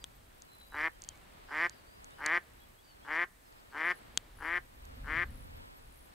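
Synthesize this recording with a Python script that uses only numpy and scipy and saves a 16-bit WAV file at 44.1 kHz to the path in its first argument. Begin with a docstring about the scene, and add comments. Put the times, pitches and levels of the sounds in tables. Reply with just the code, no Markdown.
"""Beside open water at dusk, a hen duck quacks seven times near a hand-held camera.
Each quack is a train of membrane slaps and raspy air through a throat filter; bank and far shore answer
with decaying noise echoes. Small songbirds whistle far off as gliding tones, and the plastic housing ticks
in the hand as struck modes. Shaped noise makes the breeze on the microphone, the murmur of water and reeds,
and the hiss; the camera's lens drive buzzes and whines faintly."""
import sys
import numpy as np
from scipy import signal
from scipy.fft import rfft, irfft, next_fast_len
from scipy.io import wavfile
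from scipy.ndimage import uniform_filter1d, map_coordinates

SR = 44100
rng = np.random.default_rng(int(sys.argv[2]) if len(sys.argv) > 2 else 0)


def store_pcm(level_fs):
    """Save levels as 16-bit WAV."""
    pcm = np.round(np.clip(level_fs, -1, 1) * 32767).astype(np.int16)
    wavfile.write(sys.argv[1], SR, np.atleast_2d(pcm).T)


def volts_from_db(level):
    """Convert decibel levels to linear amplitude ratios."""
    exponent = np.asarray(level, float) / 20
    return 10 ** exponent


N = 271038  # length [samples]


def unit(x):
    """Scaled to rms 1."""
    return x / np.sqrt(np.mean(x ** 2) + 1e-20)


def along(points, hz):
    """Reads (frequency [Hz], value) points on a log frequency axis."""
    f, v = np.transpose(points)
    return np.interp(np.log(hz + 1), np.log(f + 1), v)


def curves(rows):
    """One value per sample for each column after the time."""
    s, *cols = np.transpose(rows)
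    return [np.interp(np.arange(N) / SR, s, c) for c in cols]


def wobble(rate):
    """A smooth random curve, rate knots a second."""
    knots = rng.standard_normal(int(N * rate / SR) + 4)
    return map_coordinates(knots, [np.arange(N) * rate / SR])


def filtered(x, response):
    """x times a complex response of frequency."""
    m = 2 * next_fast_len(N // 2 + SR // 4)
    return irfft(rfft(x, m) * response(np.fft.rfftfreq(m, 1 / SR)), m)[..., :N]


def coloured(x, points, abrupt):
    """x through a curve at energy 1; abrupt 1 = minimum phase, less = the ring swells before its peak."""
    level_db = np.maximum(along(points, np.fft.rfftfreq(4096, 1 / SR)), -90)
    cepstrum = irfft(np.log(volts_from_db(level_db)))
    cepstrum[1:2048] *= 2  # folding the cepstrum gives minimum phase
    cepstrum[2049:] = 0
    log = rfft(cepstrum)
    ring = np.roll(irfft(np.exp(log.real + 1j * abrupt * log.imag)), 256)  # room for the swell
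    return signal.fftconvolve(x, ring / np.linalg.norm(ring))[256:256 + N]


def noise(points):
    """Coloured noise of rms 1."""
    return unit(filtered(rng.standard_normal(N), lambda hz: volts_from_db(along(points, hz))))


def pulses(turns, lag, jitter, size):
    """One band-limited click per whole turn plus lag; jitter [turns] and size [dB] are random spreads."""
    rate = np.gradient(turns)
    at = np.interp(np.arange(1, int(turns[-1])) + lag, turns, np.arange(N))
    k = at.astype(int)
    chance = rng.standard_normal((len(at), 2))
    at = np.clip(at + chance[:, 0] * jitter[k] / rate[k], 8, N - 9)
    taps = at.astype(int)[:, None] + np.arange(-7, 9)
    d = taps - at[:, None]
    click = np.sinc(d) * np.cos(np.pi * d / 16) ** 2
    strength = volts_from_db(size[k] * chance[:, 1]) / np.sqrt(rate[k])  # steady power as the rate changes
    return np.bincount(taps.ravel(), (click * strength[:, None]).ravel(), N)


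def panned(x, db):
    """Left louder than right by db."""
    return np.array([x * volts_from_db(db / 2), x * volts_from_db(-db / 2)])


def echo(x, t60s, delay, length):
    """Noise tail in which each frequency dies at its own speed, differently on each side; times in s."""
    hz, t, z = signal.stft(rng.standard_normal((2, round(length * SR))), SR, nperseg=128)
    decay = volts_from_db(-60 * t / along(t60s, hz)[:, None])
    tail = signal.istft(z * decay, SR, nperseg=128)[1]
    delayed = np.pad(x, (round(delay * SR), 0))[None]
    return signal.fftconvolve(delayed, tail / np.linalg.norm(tail[0]), axes=1)[:, :N]


# Gusts on the microphone: (time [s], level [dB])
GUST_LEVELS = [(0, -59), (.6, -65.5), (.8, -61), (.97, -58.5), (1.11, -59.5), (2.36, -64), (3.2, -63),
               (3.8, -69), (4.21, -60), (4.75, -59), (5.05, -49), (5.45, -44), (5.73, -57), (6.15, -61.5)]
# Colour of the buffeting: (frequency [Hz], relative level [dB per Hz])
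BUFFET_COLOUR = [(12, -51), (20, 2), (62, 0), (214, -21.5), (258, -15.5), (420, -54), (500, -23.5),
                 (650, -41), (1100, -120)]


def wind():
    """Breeze buffets the microphone as lumpy, nearly mono low noise."""
    gust_db = curves(GUST_LEVELS)[0]
    mid = volts_from_db(gust_db) * unit(volts_from_db(2.6 * wobble(9.4)) * noise(BUFFET_COLOUR))
    side = volts_from_db(gust_db - 14.5) * noise(BUFFET_COLOUR)
    return np.array([mid + side, mid - side])


# Swell of the far water and reeds, before the trim below: (time [s], level [dB])
MURMUR_LEVELS = [(0, -67.5), (.9, -69.5), (1.11, -64.5), (1.66, -64.5), (2, -68), (2.36, -65), (2.8, -69.5),
                 (3.2, -68), (3.44, -70.5), (3.87, -63.5), (4.3, -65), (4.71, -69), (5.2, -64),
                 (5.6, -68.5), (6.15, -67.5)]
# Colour of the murmur's centre: (frequency [Hz], relative level [dB per Hz])
MURMUR_CENTRE = [(59, -49), (100, -0.5), (1460, -10), (1780, -10), (4040, -16), (4460, -18.5),
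                 (5000, -23.5), (6500, -36), (11000, -120)]
# Colour of the murmur's sides: (frequency [Hz], relative level [dB per Hz])
MURMUR_SIDES = [(35, -43), (60, -37), (115, -7.5), (269, -4.5), (348, -3), (435, -3.5), (963, -2.5),
                (5000, -19), (6500, -30), (11000, -120)]


def water_and_reeds():
    """A wide murmur of noise whose sides follow the swell of the centre only slightly."""
    murmur_db = curves(MURMUR_LEVELS)[0]
    mid = volts_from_db(murmur_db + 2.5 + 0.55 * wobble(14)) * noise(MURMUR_CENTRE)
    side_db = -62.5 + 0.14 * (murmur_db + 76) + 3.2 * wobble(4.25)
    side = volts_from_db(side_db) * noise(MURMUR_SIDES)
    return np.array([mid + side, mid - side])


# Colour of the microphone hiss: (frequency [Hz], relative level [dB per Hz])
HISS_COLOUR = [(2000, -10.5), (5000, -6), (7500, -3.5), (8300, 1), (9000, -5), (13000, -5.5), (15700, -6.5),
               (15900, -35)]


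def microphone_hiss():
    """Steady noise: a shared part and a weaker part of opposite sign at the two sides."""
    return volts_from_db(-71) * noise(HISS_COLOUR) + volts_from_db(-73.5) * noise(HISS_COLOUR) * [[1], [-1]]


# Lens drive resonances: (frequency [Hz], width [Hz], relative level [dB])
DRIVE_RESONANCES = [(9930, 120, -84), (12390, 200, -83)]
# Spells of harder work: (time [s], length [s], level [dB])
DRIVE_BURSTS = [(3.833, 0.1, -68), (3.942, 0.059, -66.5), (4.351, .15, -69), (5.291, 0.17, -70),
                (5.905, 0.17, -70.5)]
# Swell of the gated whine, before its trim: (time [s], level [dB])
WHINE_LEVELS = [(0, -79), (3, -99), (4.3, -81), (6.15, -74.5)]


def lens_drive():
    """Strokes ring narrow resonances, grinding noise adds bursts, and a high tone is gated on and off."""
    t = np.arange(N) / SR
    turns = 59.93 * t  # strokes a second
    strokes = pulses(turns, 0, np.zeros(N), np.full(N, 2.5))

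    def band(centre, width):
        return lambda hz: 1j * hz * width / (centre ** 2 - hz ** 2 + 1j * hz * width)

    buzz = sum(volts_from_db(db - 0.5 + 4.8 * wobble(3.3)) * unit(filtered(strokes, band(centre, width)))
               for centre, width, db in DRIVE_RESONANCES)
    work = sum(volts_from_db(db) * np.clip(np.minimum(t - s, s + length - t) / 0.013, 0, 1)  # 13 ms ramps
               for s, length, db in DRIVE_BURSTS)
    grind = rng.standard_normal(N) * np.exp(-2.5 * (turns % 1))
    buzz = buzz + work * unit(filtered(grind, lambda hz: band(10500, 1900)(hz) ** 2))
    gate = uniform_filter1d(((t - .045) * 10 % 1 < .45) * 1., 200)  # on ten times a second
    tone = np.sin(2 * np.pi * np.cumsum(11880 + 40 * wobble(10)) / SR)
    whine = tone * gate * volts_from_db(curves(WHINE_LEVELS)[0] + 3.5 + 4.6 * wobble(60))
    return panned(buzz + whine, 2.2)


# Decay of the near bank's answer: (frequency [Hz], t60 [s])
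BANK_DECAY = [(300, 0.0043), (1300, 0.09), (1550, 0.13), (1800, 0.082), (10000, 0.0024)]


def bank_echo(x, delay, length):
    """The near bank answers almost at once and dies within a fraction of a second."""
    return echo(x, BANK_DECAY, delay, length)


# Songbird notes: (time [s], length [s], start [Hz], middle [Hz], end [Hz], relative level [dB])
BIRD_NOTES = [(0, .04, 4950, 4800, 4600, -71), (.47, .31, 4080, 4000, 3860, -71),
              (.92, .05, 3100, 3150, 3200, -74), (1.07, .055, 3000, 3180, 2950, -67),
              (1.125, .045, 2300, 2250, 2250, -72), (2.6, .06, 3300, 3330, 3250, -76),
              (1.46, .07, 4700, 4950, 5150, -74), (1.72, .09, 4900, 4800, 4250, -74),
              (1.86, .16, 4400, 4850, 4800, -75), (2.1, .04, 3500, 3700, 3900, -73),
              (2.12, .08, 2600, 3050, 2750, -73), (2.77, .05, 3200, 3350, 3550, -75),
              (2.83, .11, 4600, 4600, 4250, -71), (2.86, .06, 2850, 3050, 2850, -75),
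              (3.02, .04, 3200, 3350, 3500, -73), (3.44, .06, 5500, 5100, 4550, -76),
              (3.7, .03, 4700, 4500, 4250, -75)]


def songbirds():
    """Far whistles: gliding, fluttering tones, blurred by distance; still farther birds chirp at random."""
    notes = list(BIRD_NOTES)
    for a, b, c, d in rng.random((8, 4)):
        s = np.interp(a, [0, 1], (.6, 3.8))
        hz = np.interp(b, [0, 1], (2800, 5400))
        notes.append((s, .055, hz, hz + 300 * c, hz + 900 * (d - .5), -78))
    out, flutter, warble = np.zeros(N + SR), volts_from_db(3.2 * wobble(45)), wobble(59)
    for s, length, *glide, db in notes:
        u = np.linspace(0, 1, round(length * SR))
        hz = np.polyval(np.polyfit([0, .5, 1], glide, 2), u)
        hz = hz + .03 * warble[:len(u)] * np.ptp(glide)  # wide glides waver more
        whistle = np.sqrt(np.sin(np.pi * u)) * np.sin(2 * np.pi * np.cumsum(hz) / SR)
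        out[round(s * SR):][:len(u)] += volts_from_db(db + 4.5) * whistle
    out = out[:N] * flutter
    return out + .6 * bank_echo(out, .003, .15)


# Ticks: (time [s], peak level [dB], centre [Hz], focus [dB per square octave], left over right [dB])
HOUSING_TICKS = [(0.0414, -28, 4170, 1, 3.5), (0.4212, -35, 6200, 52, 4), (0.613, -50, 1000, 3.5, 8),
                 (1.0204, -30.5, 6700, 36, -6), (1.0389, -41, 7050, 23, -24), (1.047, -42, 5500, 14, 11),
                 (1.0892, -23.5, 8160, 14, 6), (1.157, -49, 6700, 20, 0), (1.175, -49, 8600, 15, 1),
                 (1.6962, -29.5, 6200, 31, -5.5), (2.0445, -36.5, 8300, 23, -4.5),
                 (2.108, -49, 5850, 10, 6), (2.2626, -17, 7200, 4, 5), (3.526, -48.5, 5556, 28, -3),
                 (4.1746, -13, 4739, 3.5, 7.5), (4.8533, -43.5, 7203, 8, -7)]
# Modes of the plastic housing: (frequency [Hz], relative level [dB], t60 [s])
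HOUSING_MODES = [(506, -49, 0.012), (1490, -9.5, 0.0086), (2750, -44, 0.018), (3290, -2.5, 0.0094),
                 (3670, -0.5, 0.0082), (4660, -3.5, 0.006), (5330, 9, 0.002), (6200, 7, 0.002),
                 (6610, 7.5, 0.0027), (7400, 13.5, 0.0016), (9600, -16.5, 0.007), (13300, -8, 0.0028)]


def ticks():
    """Every tick rings the housing's modes at new strengths, most of all those near where the finger slips."""
    out, t = np.zeros((2, N + SR)), np.arange(SR // 25) / SR
    for s, db, centre_hz, focus, pan_db in HOUSING_TICKS:
        ring = np.zeros(len(t))
        for hz, level, t60 in HOUSING_MODES:
            weight_db = -focus * np.log2(hz / centre_hz) ** 2 + rng.normal(0, 2.5)
            ring += volts_from_db(level + weight_db - 60 * t / t60) * np.sin(2 * np.pi * hz * t)
        snap = volts_from_db(-60 * t / 0.0039) * uniform_filter1d(rng.standard_normal(len(t)), size=3)
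        tick = ring / np.abs(ring).max() + .5 * snap / (1 + focus)  # broad ticks snap drier
        tick = tick * (1 - np.exp(-t / 0.0005))
        out[:, round(s * SR):][:, :len(t)] += panned(volts_from_db(db) * tick / np.abs(tick).max(), pan_db)
    return out[:, :N]


# Shared swell and climb: (share of quack length, level under peak [dB], share of climb; half = middle pitch)
QUACK_SWELL = [(0, -26, 0.093), (.14, -18.5, .05), (.2, -11.5, .18), (.36, -5.5, .35), (.56, -3, 0.46),
               (.75, -0.5, .85), (.97, 0, .97)]


def effort_rows(s, length, peak_db, middle_hz, last_hz):
    """(time [s], level [dB], pitch [Hz]) of a quack: the swell, one weaker closing slap, then silence."""
    first_hz = 138.06
    rows = [(s - .004, -100, first_hz)]
    for u, db, climb in QUACK_SWELL:
        hz = np.interp(climb, [0, .5, 1], [first_hz, middle_hz, last_hz])
        rows.append((s + u * length, peak_db + db, hz))
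    end, end_db = s + length, peak_db - 7
    return rows + [(end, end_db, last_hz), (end + .0035, end_db, last_hz), (end + .005, -100, last_hz)]


# Decay of the far shore's answer: (frequency [Hz], t60 [s])
SHORE_DECAY = [(300, 0.18), (2000, 1), (5000, 0.49), (10000, 0.23)]


def shore_echo(x):
    """The far shore answers 56 ms later with a longer tail."""
    return echo(x, SHORE_DECAY, 0.056, .8)


# Quacks: (time [s], length [s], relative peak level [dB], middle pitch [Hz], last pitch [Hz])
QUACK_CALLS = [(.718, .1617, -30, 153.5, 164.1), (1.48, 0.19, -29, 157.8, 176.2),
               (2.181, 0.2, -27.5, 157.1, 176.9), (3.044, 0.2, -29, 161.3, 177.5),
               (3.718, .205, -29.5, 163.3, 181), (4.384, 0.2, -31, 168.8, 178.1),
               (5.038, .2, -30, 162.6, 177.6)]
# Throat with the bill nearly shut: (frequency [Hz], relative level [dB])
THROAT_SHUT = [(120, -68), (170, -22), (300, -10.5), (450, -10), (650, -17.5), (850, -3), (1300, -5.5),
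               (1600, 1), (2100, -15), (2500, -26.5), (3000, -20), (3600, -44), (5000, -49)]
# Throat with the bill wide open: (frequency [Hz], relative level [dB])
THROAT_OPEN = [(120, -34), (170, -24), (340, -11.5), (520, -13.5), (830, -12.5), (1200, -2.5), (1400, -9),
               (1720, 4), (2060, 3), (2450, -8), (2640, -20), (3000, -17), (3500, -24.5), (5000, -55)]
# Low-mid band of the voice, which thins out late in the series: (time [s], gain [dB])
LOW_MID_GAIN = [(.8, 1), (1.6, 2), (3.2, 2), (4.5, -1), (5.2, -5)]
# Duck's side as the camera pans away from it: (time [s], left over right [dB])
DUCK_PAN = [(.8, 1), (1.6, 0), (3.2, 3), (3.85, 3), (5.15, 6)]
# Hiss of air at the membranes: (frequency [Hz], relative level [dB per Hz])
RASP_COLOUR = [(1500, -30), (2200, -6), (2650, -10), (3100, -1), (3650, -11), (4700, -2), (5200, -7),
               (5700, -5), (6300, -17), (7300, -12), (8800, -30), (10200, -14), (11500, -19), (14000, -40)]


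def duck():
    """Two membranes slap shut in turn, rasped by air; effort opens the bill and steadies the beat."""
    level_db, pitch = curves([row for quack in QUACK_CALLS for row in effort_rows(*quack)])
    effort = np.clip((level_db + 44.5) / 13, 0, 1)
    loose = (1 - effort) ** 3
    turns = np.cumsum(pitch) / SR
    edges = np.array([(s, s + length) for s, length, *_ in QUACK_CALLS]) * SR
    end_phase = turns[edges[:, 1].astype(int) + 14] % 1
    turns = turns - np.interp(np.arange(N), edges.ravel(), np.repeat(end_phase, 2))  # each ends on a slap

    first = pulses(turns, 0, .007 + .06 * loose, 1.1 + 2.5 * loose)
    second_db = -5 - 7 * effort - 8 * (level_db < -48)
    # the weaker membrane, nearly half a cycle later
    second = volts_from_db(second_db) * pulses(turns, .47, .018 + .05 * loose, 1.5 + 1.5 * loose)
    breath = volts_from_db(-9) * (.4 + .6 * effort) * np.exp(-2 * (turns % 1)) * rng.standard_normal(N)
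    slaps = (first + second + breath) * volts_from_db(level_db - 1.68)
    wide = coloured(slaps * effort, THROAT_OPEN, .8)
    shut = coloured(slaps * (1 - effort), THROAT_SHUT, .8)

    def trailing_lows(hz):
        lag_s, below_hz = .0035, 1600  # low tones trail in each slap, the lowest most
        low = np.minimum(hz, below_hz)
        return np.exp(-2j * np.pi * lag_s * low * (1 - low / (2 * below_hz)))

    voice = filtered(shut + wide, trailing_lows)
    low_mid = filtered(voice, lambda hz: np.exp(-((hz - 850) / 250) ** 2))
    voice = voice + (volts_from_db(curves(LOW_MID_GAIN)[0]) - 1) * low_mid

    pan_db = curves(DUCK_PAN)[0]
    puff = np.exp(-3 * (turns % 1)) * rng.standard_normal(N)  # the rasp follows each slap
    # duller as the camera turns away
    rasp_db = level_db - 21.5 - 6 * effort - 0.87 * pan_db + 2 * wobble(25.11)
    voice = voice + volts_from_db(rasp_db) * unit(coloured(puff, RASP_COLOUR, 1))
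    near = bank_echo(voice, 0.002928, 0.23)
    return panned(voice, pan_db) + volts_from_db(-17) * near + volts_from_db(-40) * shore_echo(voice)


def scene():
    """Everything at the two microphones."""
    ambience = wind() + water_and_reeds()
    camera = microphone_hiss() + lens_drive()
    return ambience + camera + songbirds() + ticks() + duck()


def roll_off(x):
    """The treble ends steeply here."""
    return signal.sosfilt(signal.butter(12, 16550, fs=SR, output="sos"), x)


def record(dry):
    """The finished mix as the camera keeps it."""
    return roll_off(dry)


dry = scene()
out = record(dry)
store_pcm(out)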